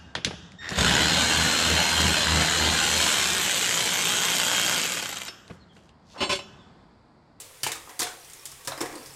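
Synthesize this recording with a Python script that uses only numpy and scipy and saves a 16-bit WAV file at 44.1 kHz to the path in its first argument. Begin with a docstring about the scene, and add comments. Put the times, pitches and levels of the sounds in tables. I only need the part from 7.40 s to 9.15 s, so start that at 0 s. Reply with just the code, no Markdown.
"""A tap runs into a shallow-filled basin in a small hard room, hissing and spattering throughout.
From 0.2 s plastic hair clips are tossed in: each clatters against the others and the basin wall,
the combs ring, the basin booms softly and trapped air plops.
Near 1.4 s the last clip tumbles off and plops under; the water sloshes,
splashed drops fall back with sharp ticks and a low thump, and the room rings on."""
import sys
import numpy as np
from scipy import signal
from scipy.fft import rfft, irfft
from scipy.io import wavfile
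from scipy.ndimage import uniform_filter1d

SR = 44100
rng = np.random.default_rng(int(sys.argv[2]) if len(sys.argv) > 2 else 0)


def put_to_file(sound):
    """Save the sound as 16-bit audio at rate SR, in the file named by the first command-line argument."""
    columns = np.atleast_2d(sound).T  # one column per channel
    safe = np.clip(columns, -1, 1)
    whole_steps = np.round(safe * 32767)
    wavfile.write(sys.argv[1], SR, whole_steps.astype(np.int16))


N = 77175


def amp(db):
    """Decibels to gain."""
    return 10 ** (np.asarray(db) / 20)


def unit_rms(x):
    """Scales to rms 1."""
    return x / np.sqrt(np.mean(x ** 2) + 1e-20)


def curve_at(points, hz):
    """Interpolates a table on a log-frequency axis."""
    points_hz, values = np.transpose(points)
    return np.interp(np.log(hz + 1), np.log(points_hz + 1), values)


def add(mix, time_s, sound):
    """Mixes a sound in at time_s."""
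    part = mix[max(round(time_s * SR), 0):][:len(sound)]
    part += sound[:len(part)]


def convolve(x, response):
    """Passes x through an impulse response."""
    return signal.fftconvolve(x, response)[:N]


def minimum_phase(gain):
    """The shortest pulse with this magnitude spectrum."""
    log_gain = np.log(np.maximum(gain, gain.max() * 1e-4))
    mirrored = np.concatenate([log_gain, log_gain[-2:0:-1]])
    return np.fft.ifft(np.exp(np.conj(signal.hilbert(mirrored)))).real


# room decay: (frequency [Hz], t60 [s])
ROOM_DECAY = [(200, 0.59), (530, 0.44), (1400, 0.37), (3700, 0.35), (9700, 0.4), (16000, 0.62)]
# echo spectrum: (frequency [Hz], level re direct sound [dB])
ROOM_SPECTRUM = [(100, -9), (400, -2.5), (1000, 2.5), (2500, 0.5), (5000, -2), (9000, -4.5), (15000, -13)]


def room(x, onset_s=0.0044):
    """Dense echoes off hard walls."""
    hz, t, noise = signal.stft(rng.standard_normal(SR), SR, nperseg=256)
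    t60_s = curve_at(ROOM_DECAY, hz)[:, None]
    envelope = amp(curve_at(ROOM_SPECTRUM, hz)[:, None] - 60 * t / t60_s)
    energy_norm = np.sqrt(2 * np.log(1000) / (t60_s * SR))
    tail = signal.istft(noise * envelope * energy_norm, SR, nperseg=256)[1][:SR]
    onset = np.minimum(np.arange(SR) / SR / onset_s, 1) ** 2
    return convolve(x, tail * onset)


# jet hitting the water: (frequency [Hz], relative spectral density [dB])
STREAM_SPECTRUM = [(20, -7), (55, 1), (95, 0), (137, 5.5), (175, -27), (215, -3), (300, -7), (430, 1),
                   (560, -4.5), (720, -6), (1000, -4), (1600, -5), (2600, -4), (4000, -9), (6000, -7),
                   (9000, -5), (12500, -9.5), (16000, -15)]


def stream(level_db=-51, patch_db=1.2, flicker_db=0.5):
    """The steady rush of the jet, in drifting patches with a common flicker."""
    size, hop = 1024, 256
    frames, hz = N // hop + 5, np.fft.rfftfreq(size, 1 / SR)
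    real, imag, patches = rng.standard_normal((3, frames, len(hz)))
    patches = uniform_filter1d(patches, size=8, axis=0)
    patches = unit_rms(uniform_filter1d(patches, size=14, axis=1))
    flicker = unit_rms(uniform_filter1d(rng.standard_normal(frames), size=4))[:, None]
    gain = amp(curve_at(STREAM_SPECTRUM, hz) + patch_db * patches + flicker_db * flicker)
    spectra = (real + 1j * imag) * gain
    rush = signal.istft(spectra.T, nperseg=size, noverlap=size - hop)[1][:N]
    return amp(level_db) * unit_rms(rush)


def bubbles(rate_per_s, range_hz, spread_db, decay_cycles, glide, pitches=30):
    """Random tiny bubbles, each a short rising ping."""
    t, out = np.arange(SR // 10) / SR, np.zeros(N)
    for hz in np.geomspace(*range_hz, pitches) * rng.uniform(0.98, 1.04, pitches):
        age = t * hz / decay_cycles
        ping = np.exp(-age) * np.sin(2 * np.pi * hz * t * (1 + glide * np.minimum(age, 5)))
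        strengths = amp(spread_db * np.minimum(rng.exponential(1, N), 4))
        births = rng.random(N) < rate_per_s / pitches / SR
        out += convolve(strengths * births, ping)
    return unit_rms(out)


# water stirred by landings: (time [s], level [dB])
SLOSH_SWELLS = [(.27, -60), (.62, -52), (1.41, -37.5)]


def slosh(rise_s=0.11, t60_s=0.81):
    """Low gurgling that wells up after a landing and settles."""
    t, swell = np.arange(N) / SR, np.zeros(N)
    for time_s, db in SLOSH_SWELLS:
        add(swell, time_s, amp(db - 60 * t / t60_s) * np.minimum(t / rise_s, 1))
    return swell * bubbles(450, (303, 2315), spread_db=-0.5, decay_cycles=4.8, glide=0.011)


# splashed drops falling back: (time [s], frequency [Hz], level [dB])
FALLING_DROPS = [(0.808, 5760, -40), (.924, 5960, -53), (.995, 5500, -36), (1.556, 4720, -36),
                 (1.582, 4550, -34.5), (1.63, 5550, -37), (1.707, 5280, -36.5), (1.739, 7650, -35.5)]


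def drips(rise_s=0.00058, t60_s=0.012, glide_per_s=2.7):
    """Each falling drop traps a tiny bubble that pings upward."""
    t, out = np.arange(SR // 10) / SR, np.zeros(N)
    for time_s, hz, db in FALLING_DROPS:
        envelope = amp(db - 60 * t / t60_s) * np.minimum(t / rise_s, 1)
        add(out, time_s, envelope * np.sin(2 * np.pi * hz * t * (1 + glide_per_s * t / 2)))
    return out


# low thumps; clips striking, then a splashed drop near the end: (time [s], level [dB])
THUMPS = [(.233, -46.5), (0.263, -65), (0.592, -53), (1.056, -61), (1.273, -48), (1.408, -50), (1.66, -53)]
# low basin modes: (frequency [Hz], relative level [dB], t60 [s])
BASIN_LOW_MODES = [(52.8, -7, 0.88), (98, -0.5, 0.32), (136.3, 5.5, 0.37)]


def booms(rise_s=0.0027):
    """Each thump dies away in the basin's low modes."""
    t, out = np.arange(SR) / SR, np.zeros(N)
    for time_s, level_db in THUMPS:
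        tone = sum(amp(db - 60 * t / t60_s) * np.sin(2 * np.pi * (hz * t + rng.random()))
                   for hz, db, t60_s in BASIN_LOW_MODES)
        add(out, time_s, amp(level_db) * np.minimum(t / rise_s, 1) * tone)
    return out


# air closed in as a clip goes under: (time [s], frequency [Hz], level [dB], t60 [s])
AIR_POCKETS = [(.2645, 856, -20.5, 0.048), (.627, 722, -36.5, .22), (0.623, 460.5, -35.5, 0.17),
               (1.281, 549, -37, 0.19), (1.32, 647, -34.5, 0.1), (1.407, 308, -26.5, .09),
               (1.41, 250, -33, 0.13), (1.408, 337.4, -31, 0.15), (1.412, 415.5, -30, 0.1),
               (1.45, 490, -38, 0.1), (1.454, 335, -35, .08), (1.551, 332, -37, .09),
               (1.556, 440, -39, 0.076), (1.569, 277.6, -39.5, 0.1), (1.592, 253, -41, 0.14),
               (1.628, 445, -40, 0.055)]


def plops(rise_cycles=1.8, glide_per_s=0.072):
    """Large air pockets ring and rise a little in pitch."""
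    t, out = np.arange(SR // 2) / SR, np.zeros(N)
    for time_s, hz, db, t60_s in AIR_POCKETS:
        envelope = amp(db - 60 * t / t60_s) * np.minimum(t * hz / rise_cycles, 1)
        add(out, time_s, envelope * np.sin(2 * np.pi * hz * t * (1 + glide_per_s * t / 2)))
    return out


def ring(blows, modes):
    """Blows excite damped modes; each mode's level sets its energy."""
    t, response = np.arange(SR) / SR, np.zeros(SR)
    for hz, db, t60_s in modes:
        tone = amp(-60 * t / t60_s) * np.sin(2 * np.pi * hz * t)
        response += amp(db) * tone / np.linalg.norm(tone)
    return convolve(blows, response)


# thud, knock, clack, snap, tick: (low edge [Hz], high edge [Hz], t60 [s], trim [dB])
IMPACT_BANDS = [(270, 584, 0.054, -2), (648, 1520, 0.051, -1.5), (1610, 2490, 0.12, 0),
                (3020, 9330, 0.066, 0.5), (6340, 27500, 0.096, 0.5)]


def impact(levels_db, ring_hz, ring_db, ring_q=13, ring_t60_s=0.022,
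           blow_s=0.0067, rise_cycles=0.89, roughness=0.66, rolloff_hz=9860):
    """One sharp hit: a grainy burst, and a plain blow that sets things ringing."""
    size = 8192
    t, hz = np.arange(size) / SR, np.fft.rfftfreq(size, 1 / SR) + 1
    parts = []
    for db, (low_hz, high_hz, t60_s, trim_db) in zip(levels_db, IMPACT_BANDS):
        loss = (1 + (low_hz / hz) ** 10) * (1 + (hz / high_hz) ** 10) * (1 + (hz / rolloff_hz) ** 6)
        parts.append((db + trim_db, np.sqrt(low_hz * high_hz), t60_s, loss ** -0.5))
    resonance = 1 / (1 + (ring_q * (hz / ring_hz - ring_hz / hz)) ** 2 / 2)
    parts.append((ring_db, ring_hz, ring_t60_s, resonance))
    out, power = np.zeros(size), 0
    for db, centre_hz, t60_s, band in parts:
        strength = amp(db) * np.sqrt(blow_s * SR)
        grains = rng.standard_normal(size) * np.exp(roughness * rng.standard_normal(size))
        envelope = amp(-60 * t / t60_s) * np.minimum(t * centre_hz / rise_cycles, 1)
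        burst = irfft(rfft(grains) * band) * envelope
        out += strength * burst / np.linalg.norm(burst)
        power += (strength * unit_rms(band)) ** 2
    return out, minimum_phase(np.sqrt(power))


# sharp ticks; clips striking, then splashed drops falling back near the end:
# (time [s], thud [dB], knock [dB], clack [dB], snap [dB], tick [dB], resonance [Hz], its level [dB])
IMPACTS = [(.002, -72, -70, -75, -46, -40.5, 7660, -43), (.018, -63, -70, -61.5, -49, -50, 7900, -49),
           (0.2327, -46.5, -37.5, -33.5, -30.5, -25.5, 4680, -30),
           (0.2351, -56, -60, -46, -36, -40, 3000, -32.5),
           (0.2651, -37.5, -31.5, -35.5, -34.5, -35, 2680, -33.5),
           (0.27, -42, -50, -39, -35, -32.5, 2300, -36), (0.3182, -50, -41, -36.5, -33.5, -32.5, 3720, -37),
           (.354, -50, -52, -48, -63, -42.5, 1190, -44), (.474, -52.5, -45, -83, -85, -82, 1099, -66),
           (.4935, -50.5, -45, -50, -48.5, -47.5, 1960, -47),
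           (0.5928, -44.5, -42, -37.5, -36, -26.5, 4500, -38),
           (0.5986, -41, -39.5, -56, -34, -33, 4830, -38), (0.603, -53, -37, -61, -29, -36, 6600, -37),
           (.617, -34.5, -33, -33.5, -28.5, -32.5, 3480, -32.5),
           (.629, -45, -55, -44, -34.5, -30.5, 4050, -34.5), (.668, -69, -38, -42.5, -43, -63, 1480, -39),
           (.847, -90, -58, -61, -54, -56, 5900, -51.5), (0.8986, -67, -58, -65, -66, -47.5, 6850, -53),
           (0.9337, -77, -81, -56, -51, -45, 6700, -49), (1.0548, -60, -64, -50, -39, -35, 7200, -53),
           (1.1165, -63, -57, -60, -50, -45, 5440, -50), (1.2489, -52, -72, -75, -47, -43.5, 7900, -63),
           (1.2739, -43, -34, -38.5, -33, -32.5, 5450, -36.5),
           (1.281, -39.5, -42, -56, -43, -40, 1710, -41), (1.319, -55, -34, -42, -58, -47, 3940, -39.5),
           (1.3767, -42, -39, -43, -59.5, -43.5, 5000, -44),
           (1.406, -31.5, -36, -39, -38, -40, 5460, -35.5),
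           (1.4125, -31, -31, -37.5, -35.5, -33.5, 7100, -44),
           (1.457, -43, -45, -49, -44, -46, 1950, -41.5), (1.5249, -45, -54, -51.5, -50, -52, 1940, -59),
           (1.5546, -45, -49, -56, -46.5, -56, 8560, -44), (1.6602, -64, -61, -57, -54, -46, 5080, -46.5)]
# plastic combs: (frequency [Hz], relative level [dB], t60 [s])
COMB_MODES = [(1692, -25.5, 0.36), (2890, -26, 0.33), (3554, -18.5, 0.11), (4210, -36, 0.06),
              (4450, -34, .1), (5270, -23, 0.29), (6980, -36, .12), (8070, -37, 0.16)]
# basin and the air in it: (frequency [Hz], relative level [dB], t60 [s])
BASIN_MODES = [(251, -19, 0.51), (304, -13, 0.48), (347, -18.5, .55), (406, -17.5, 0.19),
               (458.7, -13, 0.44), (492, -19.5, 0.2), (560.5, -18.5, 0.74), (727.6, -12, 0.5),
               (950, -33, 0.18), (981, -15.5, 0.19), (1069, -14.5, 0.49)]


def clatter(basin_db=-9):
    """Clips, then late drops, strike; each hit rings the combs and basin and has its own echoes."""
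    out, blows = np.zeros((2, N))
    for time_s, *levels_db, ring_hz, ring_db in IMPACTS:
        burst, blow = impact(levels_db, ring_hz, ring_db)
        add(out, time_s, burst)
        add(out, time_s, room(blow))
        add(blows, time_s, blow)
    return out + ring(blows, COMB_MODES) + amp(basin_db) * ring(blows, BASIN_MODES)


# jet splash, a little harder as the clips pile up: (time [s], gain [dB])
SPLASH_GAIN = [(0, 1.5), (.17, -1.1), (.55, -0.6), (.85, 0.5), (1.2, 0.5), (1.75, 1.9)]


def scene(spray_db=-60.5, burble_db=-61.5, plop_room_db=-6):
    """Running water and clips in the room."""
    splash = amp(np.interp(np.arange(N) / SR, *np.transpose(SPLASH_GAIN)))
    spray = amp(spray_db) * bubbles(720, (3230, 10640), spread_db=2.5, decay_cycles=4.5, glide=0.0038)
    burble = amp(burble_db) * bubbles(90, (427.3, 2820), spread_db=-1.5, decay_cycles=15, glide=0.015)
    water = splash * (spray + burble) + drips() + slosh()
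    plunge = plops()
    hits = clatter()
    water_echoes = room(water + amp(plop_room_db) * plunge)
    return (hits + water + plunge + water_echoes + booms() + splash * stream())[None]


# bands that cancel at the listening spot: (centre [Hz], width [Hz], gain [dB])
NOTCHES = [(203, 32, -4), (605, 43, -6.5), (1464, 120, -3.5)]


def record(dry, cutoff_hz=15900):
    """The colour of the listening spot, then a steep low-pass."""
    hz = np.fft.rfftfreq(8192, 1 / SR)
    gain_db = sum(db / (1 + (2 * (hz - centre_hz) / width_hz) ** 2)
                  for centre_hz, width_hz, db in NOTCHES)
    coloured = convolve(dry[0], minimum_phase(amp(gain_db)))
    lowpass = signal.firwin(255, cutoff_hz, window=("kaiser", 9), fs=SR)
    return signal.oaconvolve(coloured, lowpass, "same")[None]


dry = scene()
out = record(dry)
put_to_file(out)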